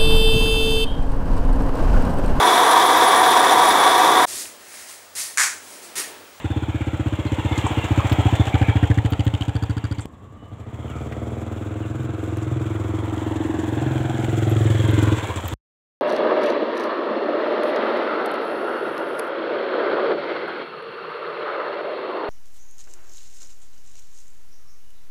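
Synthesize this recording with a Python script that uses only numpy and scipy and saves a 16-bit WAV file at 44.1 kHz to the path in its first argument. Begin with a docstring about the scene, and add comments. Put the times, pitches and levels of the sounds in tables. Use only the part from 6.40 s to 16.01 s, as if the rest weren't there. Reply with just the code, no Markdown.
"""A paved yard, then a walled dirt lane. A small single-cylinder four-stroke motorbike chugs past close by;
after a hard cut it rounds a corner into the lane, opens up, comes near, throttles back and is cut off.
Every firing rings the silencer and shakes the engine case; gas spits from the tailpipe and valves tick.
Tyres hiss and crack grit, loose parts clink, and the walls colour the drone with their echoes.
Quiet outdoor air lies underneath, with three faint whistles in the distance."""
import sys
import numpy as np
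from scipy import signal
from scipy.fft import rfft, irfft, next_fast_len
from scipy.io import wavfile

SR = 44100
rng = np.random.default_rng(int(sys.argv[2]) if len(sys.argv) > 2 else 0)


def wav_out(sig):
    """Save sig, one row per channel (or a flat mono array), as 16-bit PCM at SR to the path in sys.argv[1]."""
    wavfile.write(sys.argv[1], SR, np.round(np.clip(np.atleast_2d(sig).T, -1, 1) * 32767).astype(np.int16))


N = 423801
TIME = np.arange(N) / SR
CUT_S, END_S = 3.657, 9.138

# outdoor air bed: f/Hz, level/dB
AIR_SPECTRUM = [(15, -49.5), (25, -14.5), (86, -2.5), (250, -13.5), (879, -29), (1060, -39),
                (1390, -38.5), (3440, -42.5), (5140, -61), (7480, -56.5), (15000, -88)]
# engine revs: t/s, firing rate/Hz
YARD_REVS = [(0, 17.3), (.163, 16.6), (.407, 16.1), (.66, 15.58), (.918, 15.32), (1.177, 15.68),
             (1.405, 14.88), (1.61, 14.4), (1.85, 14.25), (2.07, 13.8), (2.28, 14.08), (2.57, 13.54),
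             (2.86, 13.95), (3.66, 13.92)]
LANE_REVS = [(3.66, 10.2), (4.0, 9.7), (4.4, 17.65), (4.52, 18.55), (4.7, 18.87), (4.85, 19.52),
             (5.0, 20.76), (5.2, 20.53), (5.6, 21.18), (5.9, 21.36), (6.07, 20.92), (6.5, 21.42),
             (6.85, 21.48), (7.22, 21.96), (7.5, 21.6), (7.8, 21.28), (8.13, 21.68), (8.4, 21.55),
             (8.68, 21.4), (8.971, 12.746)]
# twist grip: t/s, throttle (0 shut, 1 open)
YARD_GRIP = [(0, 0.93), (2.45, 0.84), (3.66, 0)]
LANE_GRIP = [(3.98, 1), (4.55, 0.82), (8.72, 1), (8.79, 0.54)]
# moments when a firing burns poorly: t/s, level change/dB
POOR_BURNS = [(1.308, -4.5), (1.441, -4), (1.926, -3), (2.07, -10), (8.769, -0.5)]
# silencer body from the front and from the rear, and its overtones: f/Hz, width/Hz, level/dB
THUD_FRONT = [(81, 30, -6.3), (107.3, 76, 1.9), (134, 35, -8.2), (313, 29, -14.9), (244, 162, -6.5)]
THUD_REAR = [(55, 151, .5), (83, 35, -3.8), (115, 20, -7.5), (294.5, 26, -15.8)]
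PIPE_OVERTONES = [(400.5, 19, -1.5), (455.3, 18, 1.5), (543.7, 26, -1), (688, 56, -12.5)]
# ring of the engine case and cooling fins: f/Hz, width/Hz, level/dB
METAL_MODES = [(788, 92, -5), (930, 45, -10), (1360, 210, -3.5), (1663, 65, -10.5), (2110, 130, -7.5),
               (2324, 290, -5.5), (2755, 170, -9), (3260, 260, -5.5), (3500, 200, -9)]
# tone of the engine clatter, tailpipe hiss, cracking grit and tyre hiss: f/Hz, level/dB
YARD_CLATTER_EQ = [(60, -0.5), (400, -2), (550, 2.5), (728, -2), (887, 1), (1510, -9), (2150, -8.5),
                   (2510, -8), (2730, -10.5), (3280, -8.5), (4850, -32), (6340, -27), (7300, -19),
                   (9260, -35), (14900, -36.5), (15800, -35.5)]
LANE_CLATTER_EQ = [(60, -2.5), (200, 2), (420, 5), (600, 0), (759, -1), (1030, -3.5), (1180, -4),
                   (1510, -3.5), (2760, -14.5), (3310, -11.5), (4220, -22), (5200, -58), (6760, -61),
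                   (11400, -120)]
JET_EQ = [(400, -25), (800, 3), (1500, 8), (2300, -18), (3300, 1.5), (5000, -19), (7400, -4), (10000, -18),
          (15500, -29)]
CRUNCH_EQ = [(500, -22), (1400, 9), (3300, 8), (5000, -12), (7400, 3), (9500, -15.5), (15000, -19)]
TYRE_EQ = [(2650, -41.5), (4500, -10.5), (5160, -10.5), (6400, -5.5), (7450, 2.5), (8730, -10.5),
           (13300, -16.5), (14900, -13.5), (15800, -16.5)]
# the silencer's steel shell, changing with the side that faces the listener: t/s, f/Hz
YARD_SHELL_PITCH = [(0, 800), (0.6, 860), (1.25, 900), (1.55, 810), (1.9, 740), (2.5, 795)]
# rasp rung by the gas jet: t/s, hoarse f/Hz, hoarse level/dB, sharp level/dB, chink level/dB
RASP_CURVES = [(1.85, 1510, -49.5, -64.5, -78.5), (2.16, 1550, -37.5, -40, -76.5),
               (2.3, 1700, -39, -48.5, -71.5), (2.56, 1850, -39, -53, -66.5), (2.74, 1900, -46, -45, -54),
               (2.93, 1910, -48.5, -43, -68), (3.05, 1600, -73, -41, -65), (3.16, 1420, -46, -59, -54),
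               (3.6, 1410, -47, -77, -53)]
# loose parts and flicked grit: t/s, level/dB, f/Hz, width/Hz, t60/s
CLINK_CUES = [(0.865, -41, 4100, 500, 0.097), (1.176, -33.5, 3880, 1507, 0.06),
              (1.178, -33, 7200, 2480, 0.062), (1.262, -18, 930, 250, 0.076),
              (1.265, -38, 7560, 2010, 0.14), (1.595, -23, 1130, 203, 0.14), (1.72, -28, 3000, 1480, 0.06),
              (1.725, -38, 13000, 6000, .03), (1.878, -18, 776, 200, 0.072),
              (2.125, -30.5, 2310, 200, 0.22), (2.704, -40, 14200, 2440, 0.034),
              (2.849, -42, 14700, 1990, 0.025), (3.012, -49, 13500, 5000, .02),
              (3.233, -46, 14000, 4000, .02), (3.607, -41.5, 7700, 1480, 0.12),
              (4.722, -32.5, 1790, 1200, 0.06), (5.97, -44, 8600, 9000, .025),
              (6.354, -33, 1490, 700, 0.077), (8.097, -42.5, 12000, 2500, 0.088),
              (8.27, -41, 7600, 1200, .05), (8.477, -36.5, 8400, 3010, .025),
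              (8.511, -39, 12000, 5000, .025), (8.628, -39, 8800, 8000, 0.081),
              (8.835, -35.5, 1470, 400, .08), (8.895, -25.5, 1020, 130, 0.13),
              (8.958, -37, 7600, 2500, 0.07), (9.055, -39, 7550, 1800, .04),
              (9.08, -26, 14800, 2005, 0.016)]
# exhaust boom and bark, as the lane walls favour one pitch, then another: t/s, f/Hz, level/dB
BOOM_CURVES = [(3.85, 95, -62), (4.15, 107, -39), (4.6, 126.6, -33.5), (5.0, 112, -32), (5.3, 102, -31.5),
               (5.62, 122, -25), (5.83, 101, -31), (6.15, 120.3, -23), (6.45, 102.6, -27), (6.85, 109, -30),
               (7.2, 101, -33), (7.45, 126, -22.5), (7.75, 119, -23.5), (8.1, 113.5, -18),
               (8.4, 113.3, -16), (8.73, 110, -18.5), (8.8, 107.4, -29.5), (9.1, 103, -34.5)]
BARK_CURVES = [(3.95, 288, -57.5), (4.55, 309, -42), (5.1, 313, -37), (5.7, 315, -32), (6.3, 327.5, -30),
               (6.6, 314, -30.5), (7.08, 317, -24), (7.45, 312, -26.5), (7.7, 324, -29),
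               (8.1, 330.4, -25.5), (8.36, 329, -27.5), (8.58, 309, -21.5), (8.73, 312, -23.5),
               (8.8, 310, -36.5), (9.1, 309.5, -39.5)]
# faders for the deepest bass, hollow note, scattered echoes and lane clatter: t/s, level/dB
DEEP_FADER = [(3.7, -56), (4.25, -43), (4.55, -31.5), (4.75, -33.5), (4.95, -36), (5.35, -44), (6.1, -38),
              (7.0, -37.5), (7.5, -39), (7.9, -57), (8.55, -30.5), (8.85, -38.5), (9.1, -29)]
HOLLOW_FADER = [(3.95, -61), (4.5, -41.5), (5.0, -36.5), (5.4, -42.5), (6.0, -48), (6.8, -42.5),
                (7.7, -34.5), (8.72, -36), (8.8, -47.5)]
FAR_FADER = [(3.9, -59), (4.5, -42.5), (4.85, -36), (5.3, -42), (6.5, -42), (7.6, -42), (8.7, -47),
             (8.8, -56)]
CLATTER_FADER = [(5.5, 1), (6.5, 2), (7.4, 3.5), (8.1, -1), (8.65, -1), (8.9, -0.5), (9.1, -2.5)]
# pitches that the far walls throw back: f/Hz, width/Hz, level/dB
FAR_WALL_MODES = [(433, 65, 5.5), (690, 145, 5.5)]
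# the listener's mirror images in the side walls and end wall: along/m, across/m, share reflected
WALL_IMAGES = [(0, 4.312, .95), (0, 7.872, .95), (-25.06, 1.678, .7)]
# bounce off the dirt: t/s, lag/ms
GROUND_BOUNCE = [(3.7, 1.1), (4.3, 0.94), (5.5, .76), (6.4, 0.84), (7.5, 1.2), (8.05, 1.47), (8.7, 2.07),
                 (9.1, 1.53)]
# hollow band of engine noise, falling as the bike nears, near 1 kHz as it passes: t/s, f/Hz, level/dB
LANE_BAND_CURVES = [(5.8, 1200, -64), (6.5, 1060, -47.5), (6.9, 920, -43.5), (7.45, 830, -44),
                    (8.1, 704, -40), (8.45, 850, -55.5), (8.65, 1100, -33.5), (8.9, 970, -39.5),
                    (9.1, 930, -40.5)]
# thin band in the distant bike's noise: t/s, f/Hz, level/dB
THIN_BAND_CURVES = [(3.66, 1075, -58), (4.4, 1244, -54), (4.9, 1250, -63), (5.4, 1260, -77)]
# distant whistles: t/s, length/s, start f/Hz, end f/Hz, level/dB
WHISTLE_CUES = [(3.927, 0.2, 2930, 3010, -62), (4.47, 0.078, 3240, 2370, -51),
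                (5.405, 0.075, 3300, 2180, -49)]
# level laws: nearest level/dB, loss per doubled distance/dB, loss with throttle shut/dB, view change/dB
# (the view change applies from behind in the yard, and behind the corner in the lane)
YARD_THUD, YARD_CASE = (-20, 2, 10, 7.5), (-31.5, 10, -3, 4)
YARD_JET, YARD_SHELL = (-56, -2.1, 9.5, 12), (-39, 9.5, 13, 13)
LANE_OVERTONES, LANE_TICK = (-36, 5.5, 30.5, -28), (-47.5, 6, 2.5, -8.5)
LANE_CASE, LANE_TYRES, LANE_RATTLE = (-31, 3.5, 6, -15), (-46, 5, 2.5, -11.5), (-46, 14.5, -11.5, 1)


def gain_of(db):
    """Decibels to amplitude."""
    return 10 ** (np.asarray(db) / 20)


def unit_rms(x):
    """Scales to an rms of one."""
    return x / np.sqrt(np.mean(x ** 2) + 1e-20)


def noise():
    """Fresh white noise."""
    return rng.standard_normal(N)


def curves(rows):
    """One automation curve per column after the time, in straight ramps."""
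    s, *columns = np.transpose(rows)
    return [np.interp(TIME, s, c) for c in columns]


def bump(x, centre, width):
    """A bell-shaped swell."""
    return np.exp(-((x - centre) / width) ** 2)


def wander(per_s):
    """A random drift of unit rms."""
    knots = np.arange(0, TIME[-1] + 1, 1 / per_s)
    return unit_rms(np.interp(TIME, knots, rng.standard_normal(len(knots))))


def coloured(x, spectrum):
    """Shapes a sound with an EQ curve, at unit rms."""
    hz, db = np.transpose(spectrum)
    size = next_fast_len(N)
    shape_db = np.interp(np.log(np.fft.rfftfreq(size, 1 / SR) + 1), np.log(hz), db)
    return unit_rms(irfft(rfft(x, size) * gain_of(shape_db), size)[:N])


def softened(x, edge_hz):
    """A gentle low-pass that rounds off attacks."""
    return signal.sosfilt(signal.butter(1, edge_hz, fs=SR, output="sos"), x)


def resonate(x, hz, width_hz):
    """A steep resonance whose pitch can glide, at unit rms."""
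    carrier = np.exp(2j * np.pi * np.cumsum(hz * np.ones(len(x))) / SR)
    pole = np.exp(-np.pi * width_hz / SR)
    return unit_rms((carrier * signal.lfilter([1], [1, -2 * pole, pole * pole], x / carrier)).real)


def echo(x, lag_ms):
    """A shifted copy; the lag can follow a changing path."""
    return np.interp(TIME - lag_ms / 1000, TIME, x)


def add(mix, s, sound):
    """Mixes a sound in at a time."""
    part = mix[round(s * SR):][:len(sound)]
    part += sound[:len(part)]


def ride(nearest_s, nearest_m, m_per_s):
    """A straight, steady pass: metres past the listener, metres away, and nearness (1 when closest)."""
    along = m_per_s * (TIME - nearest_s)
    distance = np.hypot(along, nearest_m)
    return along, distance, nearest_m / distance


def loudness(law, nearness, throttle, view):
    """Gain of one part of the bike, from its distance, the throttle and how it is seen (0-1)."""
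    nearest_db, falloff_db, shut_db, view_db = law
    return gain_of(nearest_db + falloff_db * np.log2(nearness) - shut_db * (1 - throttle) + view_db * view)


def crank(revs, firing_at_s, uneven_db, jitter_s):
    """The cylinder fires once a cycle: firing rate, place in the cycle (0-1) and slightly uneven kicks."""
    rate, = curves(revs)
    cycles = np.cumsum(rate) / SR
    cycles -= np.interp(firing_at_s, TIME, cycles)
    firings = np.flatnonzero(np.diff(np.floor(cycles)))
    strength, slip = rng.standard_normal((len(firings), 2)).T
    weak_db = sum(db * (abs(firings / SR - s) < .02) for s, db in POOR_BURNS)
    onsets = np.clip(firings + (slip * jitter_s * SR).astype(int), 0, N - 1)
    kicks = np.zeros(N)
    kicks[onsets] = gain_of(uneven_db * strength + weak_db) * np.sqrt(SR / rate[firings])
    return rate, cycles % 1, kicks


def turbulent(kicks, rough, decay_s):
    """A short rush of noise trails each kick, so that no two are alike."""
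    fall = np.exp(-np.arange(SR // 10) / SR / decay_s)
    return kicks + rough * noise() * signal.oaconvolve(kicks, fall / np.linalg.norm(fall))[:N]


def ring(kicks, modes):
    """Each kick rings damped modes that swing in alternate directions."""
    t = np.arange(SR // 4) / SR
    pulse = sum((-1) ** k * gain_of(db) * np.exp(-np.pi * width * t) * np.sin(2 * np.pi * hz * t)
                for k, (hz, width, db) in enumerate(modes))
    return signal.oaconvolve(kicks, pulse / np.linalg.norm(pulse))[:N]


def thuds(kicks, behind):
    """Each firing thumps the silencer; its front tone crossfades to its rear tone as the bike passes."""
    puffs = turbulent(kicks, rough=.13, decay_s=.02)
    rear = ring(puffs, THUD_REAR)
    front = ring(echo(puffs, lag_ms=-1.5), THUD_FRONT)  # slightly ahead of the rear
    overtones = ring(turbulent(kicks, rough=1.54, decay_s=.028), PIPE_OVERTONES)
    return behind * rear - (1 - behind) * front + gain_of(-28.5) * overtones


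def grit(per_s, spread_db):
    """Random tiny impacts, a few of them large."""
    hits = (rng.random(N) < per_s / SR) * rng.choice([-1, 1], N)
    return unit_rms(hits * gain_of(spread_db * np.minimum(rng.exponential(1, N), 4)))


def metal(knocks):
    """The case and its fins ring, each mode swelling and fading by itself."""
    return unit_rms(sum(gain_of(db + 5.5 * wander(per_s=7)) * resonate(knocks, hz, width)
                        for hz, width, db in METAL_MODES))


def clatter(cycle, spectrum, throb, valve, ring_db):
    """The case rattles and rings most on the power stroke; a valve shuts later in the cycle."""
    shake = 1 + throb * bump(cycle, .22, .18) + valve * bump(cycle, .61, .018)
    knocks = shake * (noise() + .5 * grit(per_s=900, spread_db=2.5))
    return unit_rms(coloured(shake * noise(), spectrum) + gain_of(ring_db) * metal(knocks))


def pulsing_band(pulse, hz):
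    """A hollow band of engine noise that swells with each pulse."""
    return resonate((1 + pulse) * noise(), hz, width_hz=250)


def jet(age_s):
    """Gas leaves the tailpipe in two spurts per firing, a rush between: their hiss, and the rasp they ring."""
    hoarse_hz, hoarse_db, sharp_db, chink_db = curves(RASP_CURVES)
    spurts = bump(age_s, .0045, .0016) + .35 * bump(age_s, .011, .007) + .9 * bump(age_s, .016, .0016)
    rush = .5 * spurts + bump(age_s, .014, .009)
    hiss = unit_rms(spurts * coloured(noise(), JET_EQ))
    hoarse = gain_of(hoarse_db) * resonate(rush * noise(), hoarse_hz, width_hz=650)
    sharp = gain_of(sharp_db) * resonate(spurts * noise(), hz=3070, width_hz=930)
    chink = gain_of(chink_db) * resonate(spurts * noise(), hz=4600, width_hz=360)
    return hiss, hoarse + sharp + chink


def crunch(per_s, spread_db, decay_s):
    """Grains of grit crack under the tyres, each in a short burst."""
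    return coloured(turbulent(grit(per_s, spread_db), rough=5, decay_s=decay_s), CRUNCH_EQ)


def walls(x, t60, first_s):
    """Scattered echoes from masonry: sparse taps of random sign that die away."""
    t = np.arange(SR // 2) / SR
    taps = (rng.random(len(t)) < 2000 / SR) * rng.choice([-1, 1], len(t))
    taps = taps * (t > first_s) * gain_of(-60 * t / t60)
    return signal.oaconvolve(x, taps / np.linalg.norm(taps))[:N]


def yard():
    """The bike chugs by at low revs; once past, its tailpipe faces the listener."""
    along, _, nearness = ride(nearest_s=1.69, nearest_m=.81, m_per_s=1.333)
    throttle, = curves(YARD_GRIP)
    behind = .5 + .5 * np.tanh((along - .086) / .64)  # the tailpipe swings into view
    rate, cycle, kicks = crank(YARD_REVS, firing_at_s=.0429, uneven_db=-1.1, jitter_s=.000084)
    thud = thuds(kicks, behind)
    case = clatter(cycle, YARD_CLATTER_EQ, throb=.48, valve=.2, ring_db=-5.5)
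    case = unit_rms(case + .3 * echo(case, lag_ms=3.15 * nearness))  # bounce off the paving
    case *= gain_of(3.5 * (rate - rate.mean()))  # louder with the revs
    shell = pulsing_band(bump(cycle, .15, .38), *curves(YARD_SHELL_PITCH))
    hiss, rasp = jet(cycle / rate)
    parts = (YARD_THUD, thud), (YARD_CASE, case), (YARD_SHELL, shell)
    bike = sum(loudness(law, nearness, throttle, behind) * sound for law, sound in parts)
    beam = behind ** 4.1  # the hiss beams narrowly backwards
    bike += rasp + loudness(YARD_JET, nearness, throttle, beam) * hiss
    bike += gain_of(-44.5) * nearness * crunch(per_s=35, spread_db=3, decay_s=.009)
    return bike + gain_of(-22) * walls(bike, t60=.2, first_s=.018)


def clinks():
    """Loose parts and flicked grit ring briefly as the bike jolts."""
    out, t = np.zeros(N), np.arange(SR // 8) / SR
    for s, db, hz, width, t60 in CLINK_CUES:
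        add(out, s, gain_of(db - 60 * t / t60) * resonate(rng.standard_normal(len(t)), hz, width))
    return out


def thin_band():
    """A thin, slightly rising band in the distant bike's noise, fading as it nears."""
    hz, db = curves(THIN_BAND_CURVES)
    return gain_of(db) * resonate(noise(), hz, width_hz=128)


def between_walls(x, along, distance):
    """The walls mirror a sound, so its harmonics swell and cancel in turn as the bike moves."""
    out = x
    for along_m, across_m, share in WALL_IMAGES:
        path = np.hypot(along - along_m, across_m)
        out = out + share * distance / path * echo(x, lag_ms=1000 * (path - distance) / 343)
    return out


def exhaust(kicks, state, along, distance):
    """Each firing rings the silencer: boom, deep bass, bark and hollow note, coloured by the walls."""
    boom_hz, boom_db = curves(BOOM_CURVES)
    bark_hz, bark_db = curves(BARK_CURVES)
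    push = softened(kicks, edge_hz=300)  # the exhaust valve takes a moment to open
    boom = gain_of(boom_db) * resonate(push, boom_hz, width_hz=27.6)
    deep = gain_of(*curves(DEEP_FADER)) * resonate(push, hz=81.7, width_hz=17.5)
    echoes = walls(kicks, t60=.16, first_s=.006)  # scattering smears each firing
    puffs = turbulent(kicks + .55 * echoes, rough=.17, decay_s=.015)
    bark = gain_of(bark_db) * resonate(puffs, bark_hz, width_hz=56.3)
    hollow = gain_of(*curves(HOLLOW_FADER)) * resonate(puffs, hz=224.2, width_hz=35)
    overtones = loudness(LANE_OVERTONES, *state) * ring(puffs, PIPE_OVERTONES)
    overtones = between_walls(overtones, along, distance)
    wash = turbulent(unit_rms(kicks + echoes), rough=.55, decay_s=.04)
    far = gain_of(*curves(FAR_FADER)) * ring(wash, FAR_WALL_MODES)
    return boom - deep + softened(bark - hollow + overtones, edge_hz=1600) + far


def lane_clatter(cycle, nearness):
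    """The clatter's top end is shielded head-on and bare from the side; the ground bounce combs it."""
    case = clatter(cycle, LANE_CLATTER_EQ, throb=.36, valve=.067, ring_db=-14)
    dull = softened(case, edge_hz=2250)
    head_on_db, side_on_db = -11, 6
    case = dull + gain_of(head_on_db + (side_on_db - head_on_db) * nearness ** 2) * (case - dull)
    lag_ms, = curves(GROUND_BOUNCE)
    bounce = .45 * echo(softened(case, edge_hz=2600), lag_ms - .04)
    return gain_of(*curves(CLATTER_FADER)) * unit_rms(case + bounce)


def whistles():
    """Faint, fluttering glides, perhaps birds, echoing off the walls."""
    out = np.zeros(N)
    for s, length, first_hz, last_hz, db in WHISTLE_CUES:
        hz = np.linspace(first_hz, last_hz, int(length * SR))
        add(out, s, gain_of(db) * np.hanning(len(hz)) * np.sin(2 * np.pi * np.cumsum(hz) / SR))
    out *= 1 + .5 * wander(per_s=300)
    return out + .5 * walls(out, t60=.3, first_s=.01)


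def valve_tick(cycle):
    """The valve gear ticks once a cycle."""
    return resonate(bump(cycle, .21, .19) * noise(), hz=3390, width_hz=740)


def clumped(spread_db, per_s):
    """A rush of fine grains that comes in irregular clumps."""
    return unit_rms(noise() * gain_of(spread_db * wander(per_s)))


def tyres(cycle):
    """Tyres hiss on the dirt, pulsing with the engine; lower and upper treble clump separately."""
    low, high = (clumped(spread_db=3, per_s=70) for _ in range(2))
    hiss = softened(low, edge_hz=8000) + high - softened(high, edge_hz=8000)
    throb = 1 + .5 * bump(cycle, .22, .2)
    return coloured(throb * (hiss + .3 * grit(per_s=700, spread_db=3)), TYRE_EQ)


def rattle(cycle):
    """The chain and loose panels chatter against the case in clusters, shaken by each firing."""
    shake = 1 + 1.2 * bump(cycle, .25, .2)
    chatter = clumped(spread_db=3.5, per_s=70) + .5 * grit(per_s=300, spread_db=3)
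    return metal(shake * chatter)


def lane():
    """The bike rounds the corner and nears under throttle; scattered echoes give way to direct sound."""
    along, distance, nearness = ride(nearest_s=8.7, nearest_m=1.678, m_per_s=2.671)
    throttle, = curves(LANE_GRIP)
    hidden = np.interp(TIME, [3.96, 4.5], [1, 0])  # clearing the corner
    state = nearness, throttle, hidden
    _, cycle, kicks = crank(LANE_REVS, firing_at_s=6.9562, uneven_db=.9, jitter_s=.00004)
    case = lane_clatter(cycle, nearness)
    band_hz, band_db = curves(LANE_BAND_CURVES)
    hollow_band = gain_of(band_db) * pulsing_band(bump(cycle, .3, .17), band_hz)
    parts = [(LANE_TICK, valve_tick(cycle)), (LANE_CASE, case),
             (LANE_TYRES, tyres(cycle)), (LANE_RATTLE, rattle(cycle))]
    machinery = sum(loudness(law, *state) * sound for law, sound in parts)
    stones = gain_of(-41.5) * nearness * (1 - hidden) * crunch(per_s=140, spread_db=2.2, decay_s=.0035)
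    return thin_band() + exhaust(kicks, state, along, distance) + hollow_band + stones + machinery


def scene():
    """The yard cuts to the lane over one bed of air, clinks and whistles; then everything stops dead."""
    bed = clinks() + whistles() + gain_of(-44) * coloured(noise(), AIR_SPECTRUM)
    bike = np.where(TIME < CUT_S, yard(), lane())
    return ((bike + bed) * (TIME < END_S))[None]


def record(dry):
    """The microphone sheds bass below 50 Hz; a steep low-pass trims the very top."""
    thin = signal.sosfilt(signal.butter(4, 50, "highpass", fs=SR, output="sos"), dry)
    lowpass = signal.firwin(511, 15800, window=("kaiser", 9), fs=SR)
    return signal.oaconvolve(thin, lowpass[None], "same")


dry = scene()
out = record(dry)
wav_out(out)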